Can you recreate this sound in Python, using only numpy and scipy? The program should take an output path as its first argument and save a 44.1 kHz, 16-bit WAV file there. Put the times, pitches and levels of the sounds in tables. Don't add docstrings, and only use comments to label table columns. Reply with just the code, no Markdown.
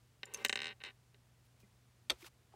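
import sys
import numpy as np
from scipy import signal
from scipy.fft import rfft, irfft
from scipy.io import wavfile
from scipy.ndimage import uniform_filter1d

SR = 44100
rng = np.random.default_rng(int(sys.argv[2]) if len(sys.argv) > 2 else 0)


def dump(signal):
    limited = np.clip(np.atleast_2d(signal).T, -1, 1)
    pcm = np.round(limited * 32767).astype(np.int16)
    wavfile.write(sys.argv[1], SR, pcm)


def voltage_ratio(decibels):
    exponent = np.asarray(decibels, float) / 20
    return 10 ** exponent


N = 112454

# (frequency [Hz], level [dB])
ROOM_SPECTRUM = [(20, -20.5), (50, 1.5), (95, 3), (170, -3), (230, -7), (400, -11), (600, -12.5),
                 (9000, -23.5), (15800, -30.5)]
# (frequency [Hz], level [dB], rate of phase wander [Hz])
HUM_PARTIALS = [(59.6, -81.5, 2), (121, -68, 13), (236, -89.5, 3.1)]
# (time [s], peak level [dB], relative treble level [dB])
JOINT_SLIPS = [(0.2313, -30, -30), (0.4479, -17, -8.5), (0.46, -28, -14), (0.4944, -20.5, -10.5),
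               (0.5266, -21.5, -13.5), (0.5559, -23.5, -13.5), (0.573, -28.5, -24.5), (0.5898, -29.5, -26),
               (0.6025, -31, -30), (0.6174, -28, -15), (0.631, -31.5, -28), (0.6426, -30, -17.5),
               (0.6556, -29.5, -20), (0.668, -30.5, -17), (0.6797, -33.5, -28), (0.689, -36, -30),
               (0.8368, -33, -15), (0.8478, -37, -23), (0.8508, -38.5, -22), (0.8573, -40.5, -20),
               (0.8616, -43, -16), (0.8665, -41.5, -26), (1.1441, -54.5, -30)]
# (time [s], level [dB])
JOINT_CHATTER = [(0.6939, -40.5), (0.6989, -42.5), (0.7036, -41), (.708, -39.5), (0.7122, -46),
                 (.7153, -44.5), (0.7185, -46), (0.7236, -49.5), (0.724, -51), (0.7261, -48), (.8029, -49),
                 (.8069, -68), (0.81, -47.5), (.8138, -51), (0.8165, -43), (.854, -50), (0.8596, -47),
                 (0.8636, -45), (0.8695, -43), (0.8719, -42), (0.8749, -48), (0.8779, -41), (.8825, -46.5),
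                 (0.886, -44), (0.8874, -47), (0.89, -47), (0.895, -62), (0.898, -48.5), (0.901, -58),
                 (0.9031, -49.5), (.9058, -53)]
# (time [s], level [dB])
JOINT_CREEP = [
    (.26, -66.5),
    (.31, -66.5),
    (.36, -60.5),
    (.41, -59),
    (.445, -62),
    (.47, -73),
]
# (frequency [Hz], level [dB], T60 [s], first swing [+1 or -1])
JOINT_MODES = [(1546, -16.7, .028, -1), (1755, -18.7, .037, 1), (1913, -8.3, .019, 1),
               (2083, -2.2, .014, 1), (2284, -4, .012, 1), (2509, -10.9, .014, 1), (2718, .3, .006, -1),
               (2806, -16.6, .027, -1), (3053, -26, .05, 1), (3171, -16.5, .031, -1),
               (3658, -2.6, .011, -1), (3744, 5.5, .004, 1), (4069, -5.8, .004, -1), (4451, -11.6, .006, 1)]
JOINT_TREBLE_MODES = [(5180, -5.6, .014, -1), (5716, .5, .004, -1), (6158, -10.5, .015, -1),
                      (6381, -10.8, .023, -1), (7111, -8.1, .012, -1), (7437, -14.4, .027, -1),
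                      (7976, -13.7, .027, 1), (8444, -5.8, .015, -1), (8825, -9.1, .004, -1),
                      (9336, -22, .03, 1)]
# (frequency [Hz], level [dB], T60 [s])
TABLE_MODES = [(230, -12.5, 0.041), (287, -19.5, 0.018), (418.6, -5, 0.025), (573, -18.5, 0.06),
               (780, -20.5, 0.076), (950, -8.5, 0.013), (1154, -17.5, 0.034)]
# (delay [s], level [dB])
REFLECTIONS = [
    (.0013, -19.5),
    (.0033, -11.5),
    (.0046, -25),
    (0.0163, -22),
]
# (time [s], level [dB], ring frequency [Hz], ring T60 [s], relative crack level [dB])
PART_TICKS = [(.255, -47, 7140, 0.045, 2), (.338, -40, 8840, 0.015, 2), (.338, -42, 6800, 0.013, -6),
              (.345, -33, 6284, 0.037, -1.5), (.346, -44, 9600, 0.026, -6), (.346, -50, 12400, 0.02, -18),
              (.448, -43.5, 12500, 0.014, 12.5), (0.443, -51, 5600, .012, 1), (0.497, -58, 12000, .008, 6),
              (.527, -62.5, 13100, 0.013, 5), (.5565, -60, 13000, .012, 2),
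              (.8375, -62, 10100, 0.0089, 3.5), (2.116, -49, 8000, .012, -4), (.232, -62, 13400, 0.011, -2),
              (.345, -39.5, 2700, 0.033, 7), (.372, -55.5, 8300, 0.017, -1), (.372, -50.5, 5700, 0.024, -3),
              (.484, -55, 7000, 0.011, 15), (1.628, -67, 2420, 0.068, -9), (1.632, -46.5, 406, 0.025, -29),
              (1.633, -49.5, 200, 0.074, -17.5), (1.142, -54, 406, 0.034, -19),
              (1.64, -68.5, 2050, 0.13, -21), (2.227, -45, 348, 0.084, -18), (2.227, -56, 2360, 0.017, 11),
              (2.244, -51, 1380, 0.039, 8), (2.245, -53, 3600, 0.018, 5.5), (2.247, -42.5, 450, 0.022, -14),
              (2.41, -59.5, 347, 0.037, -19), (2.538, -49, 795, 0.038, -3), (2.54, -49, 394, 0.045, -22)]
# (start [s], peak [s], end [s])
RUB_TIMES = [
    (2.175, 2.22, 2.245),
    (2.23, 2.268, 2.289),
    (.31, .41, .447),
    (1.44, 1.46, 1.48),
    (1.59, 1.605, 1.63),
    (1.06, 1.08, 1.1),
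    (2.105, 2.13, 2.2),
    (2.51, 2.54, 2.56),
    (.46, .6, .74),
    (.822, .85, .93),
]
# (level [dB], tilt [dB per octave])
RUB_LEVELS = [(-62.5, 0), (-56, -1.3), (-61, -3), (-77, 3), (-71.5, 1.5), (-90.5, 2), (-65.5, -3),
              (-70, -7.5), (-75.5, 5), (-68, -6)]
# (frequency [Hz], level [dB])
RUB_SPECTRUM = [(180, -47), (300, -26.5), (720, -10.5), (1180, -4), (1700, -9), (2690, -4), (15500, -14)]
# (time [s], level [dB], relative treble level [dB], relative bass level [dB])
SNAP_CONTACTS = [
    (2.0978, -16.5, -15.5, -16.5),
    (2.1021, -21.5, -7.5, -9),
    (2.1027, -16.5, -5.5, -12.5),
    (2.107, -42.5, -10, -2),
    (2.109, -31.5, -6.5, 2),
    (2.116, -34, -12, 2),
    (2.124, -48.5, 0, 8),
]
# (frequency [Hz], level [dB], T60 [s])
PLATE_MODES = [(1865, -11, .022), (2272, -8, .025), (2770, -7, .009), (3388, 0, .02), (3581, 0, .008),
               (4480, -6, .025)]
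PLATE_TREBLE_MODES = [(5600, -3.5, 0.01), (6140, 5, 0.0061), (7550, -12, 0.009), (8550, 2.5, 0.006),
                      (9360, -11, 0.0071), (11500, -3.5, 0.0046), (14400, -14, .008)]
PLATE_BASS_MODES = [(59.6, -11, 0.16), (287, 0.5, 0.022), (365, -4, 0.078), (514, 2, 0.032),
                    (678, -9.5, 0.03), (953, -20, 0.055), (1326, -4.5, 0.05)]
# (frequency [Hz], level [dB], T60 [s])
SEATED_MODES = [(1370, -17, 0.031), (2020, -4.5, 0.017), (2420, -8, 0.022), (2690, 2.5, 0.011),
                (3220, -3, 0.015), (3650, 4, 0.013), (4290, -7.5, 0.02), (5134, -13, 0.022)]


def colour(points, tilt_db=0.):
    hz, level_db = np.array(points).T
    f = np.arange(N // 2 + 1) * SR / N + 1
    db = np.interp(np.log(f), np.log(hz), level_db) + tilt_db * np.log2(f / 3000)
    x = irfft(rfft(rng.standard_normal(N)) * voltage_ratio(db), N)
    return x / x.std()


def walk(rate_hz):
    k = int(SR / rate_hz)
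    steps = np.repeat(rng.standard_normal(N // k + 1), k)
    x = uniform_filter1d(uniform_filter1d(steps, k), k)[:N]
    return x / x.std()


def ring(modes):
    rise_cycles = 1.43
    t = np.arange(SR // 4) / SR
    out = np.zeros(len(t))
    for k, (hz, db, t60) in enumerate(modes):
        envelope = 1000 ** (-t / t60) * (1 - np.exp(-t * hz / rise_cycles))
        out += (-1) ** k * voltage_ratio(db) * np.sin(2 * np.pi * hz * t) * envelope
    return out / np.sqrt(len(modes))


def parts(modes, lag_s, spread_s):
    out = np.zeros(SR // 4)
    for hz, db, t60, way in modes:
        arrival_s = lag_s + spread_s * (np.sqrt(3000 / hz) - 1)
        t = np.maximum(np.arange(SR // 4) / SR - arrival_s, 0)
        envelope = 1000 ** (-t / t60) * (1 - np.exp(-t * hz / 2))
        out += way * voltage_ratio(db) * np.sin(2 * np.pi * hz * t) * envelope
    return out


def crack(t60, lo_hz, hi_hz):
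    t = np.arange(SR // 20) / SR
    band = signal.butter(2, [lo_hz, min(hi_hz, 16000)], "band", fs=SR, output="sos")
    return signal.sosfilt(band, rng.standard_normal(len(t)) * 1000 ** (-t / t60))


def strike(times, dbs, response):
    blows = np.zeros(N)
    places = np.clip((np.asarray(times) * SR).astype(int), 0, N - 1)
    np.add.at(blows, places, voltage_ratio(np.asarray(dbs)))
    return signal.fftconvolve(blows, response)[:N]


def dull(x, hz):
    return signal.sosfiltfilt(signal.butter(2, hz, fs=SR, output="sos"), x)


def room():
    t = np.arange(N) / SR
    hum = np.zeros(N)
    for hz, db, wander_hz in HUM_PARTIALS:
        level = voltage_ratio(db + walk(21))
        hum += level * np.sin(2 * np.pi * hz * t + 0.13 * walk(wander_hz))
    return voltage_ratio(-71 + 0.21 * walk(2.8)) * colour(ROOM_SPECTRUM) + hum


def creak():
    slips, chatter = np.array(JOINT_SLIPS), np.array(JOINT_CHATTER)
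    lag_s, chatter_treble_db = .0003, -29
    slip_s, chatter_s = slips[:, 0] + lag_s, chatter[:, 0] + lag_s
    slip_db, chatter_db = slips[:, 1], chatter[:, 1]
    all_s = np.r_[slip_s, chatter_s]
    treble_db = np.r_[slip_db + slips[:, 2] + 3, chatter_db + chatter_treble_db]

    shoulder = voltage_ratio(-11.5) * parts(JOINT_TREBLE_MODES[:2], lag_s=.0003, spread_s=.00048)
    table = ring(TABLE_MODES)
    body = parts(JOINT_MODES, lag_s=.000244, spread_s=.00095) + table + shoulder
    treble = parts(JOINT_TREBLE_MODES[2:], lag_s=.0003, spread_s=.00048)

    jerks = strike(slip_s, slip_db + 3.0, body)
    jerks = jerks + strike(all_s, treble_db, treble)
    jerks = jerks + strike(all_s, treble_db - 8, crack(0.06, 5920, 9060))
    soft = strike(chatter_s, chatter_db + 5.0, body)

    creep_db = np.interp(np.arange(N) / SR, *np.array(JOINT_CREEP).T, left=-150, right=-150)
    push = rng.standard_normal(N) * voltage_ratio(creep_db - 6.5 + 1.5 * walk(500))
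    push[:int(.24 * SR)] = 0
    creep_body = body + voltage_ratio(4.5) * table + ring([(413.0, -12, 0.025)])
    creep = signal.fftconvolve(dull(push, 3170), creep_body)[:N]
    return dull(jerks, 9800) + dull(soft, 4200) + creep


def ticks():
    out = np.zeros(N)
    for s, db, hz, t60, crack_db in PART_TICKS:
        out += strike([s], [db], ring([(hz, 0, min(t60, 230 / hz))]))
        out += strike([s], [db + crack_db], crack(.018, hz * .6, hz * 1.4))
    return out


def rubs():
    t = np.arange(N) / SR
    grain = voltage_ratio(1.5 * walk(900) + .6 * walk(90))
    out = np.zeros(N)
    for times, (db, tilt_db) in zip(RUB_TIMES, RUB_LEVELS):
        swell = np.interp(t, times, [0, 1, 0]) ** .8
        out += voltage_ratio(db) * swell * colour(RUB_SPECTRUM, tilt_db)
    return grain * out


def snap():
    s, level_db, treble_db, bass_db = np.array(SNAP_CONTACTS).T
    out = strike(s, level_db + treble_db, ring(PLATE_TREBLE_MODES))
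    out = out + strike(s, level_db + bass_db, ring(PLATE_BASS_MODES))
    free_plate = ring(PLATE_MODES[::2]) + ring(PLATE_MODES[1::2])
    out = out + strike(s[:1], level_db[:1], free_plate)
    out = out + strike(s[1:], level_db[1:], ring(SEATED_MODES))
    for time, db, top_db, low_db in SNAP_CONTACTS:
        burst = voltage_ratio(-13) * crack(0.021, 2000, 5900)
        burst = burst + voltage_ratio(top_db - 6) * crack(0.0064, 4200, 7400)
        burst = burst + voltage_ratio(low_db - 1.0) * crack(0.037, 230, 1100)
        out = out + strike([time], [db], burst)
    return out


def scene():
    t = np.arange(SR // 4) / SR
    tail_noise = signal.lfilter(*signal.butter(1, 3500, fs=SR), rng.standard_normal(len(t)))
    tail = tail_noise * 1000 ** (-t / .055) * voltage_ratio(-32)
    direct = t == 0
    space = tail + direct
    for delay_s, db in REFLECTIONS:
        space[int(delay_s * SR)] += voltage_ratio(db)
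    background = room()
    joint = signal.fftconvolve(creak(), voltage_ratio(-3) * tail + direct)
    hits = signal.fftconvolve(ticks() + snap(), space)
    return ((joint + hits)[:N] + rubs() + background)[None]


def band_limit(x):
    return signal.sosfilt(signal.butter(12, 16360, fs=SR, output="sos"), x)


def record(dry):
    low_cut = signal.butter(2, 40, "high", fs=SR, output="sos")
    top_cut = signal.ellip(8, .2, 60, 15750, fs=SR, output="sos")
    mix = signal.sosfilt(top_cut, signal.sosfilt(low_cut, dry))
    return band_limit(mix)


dry = scene()
out = record(dry)
dump(out)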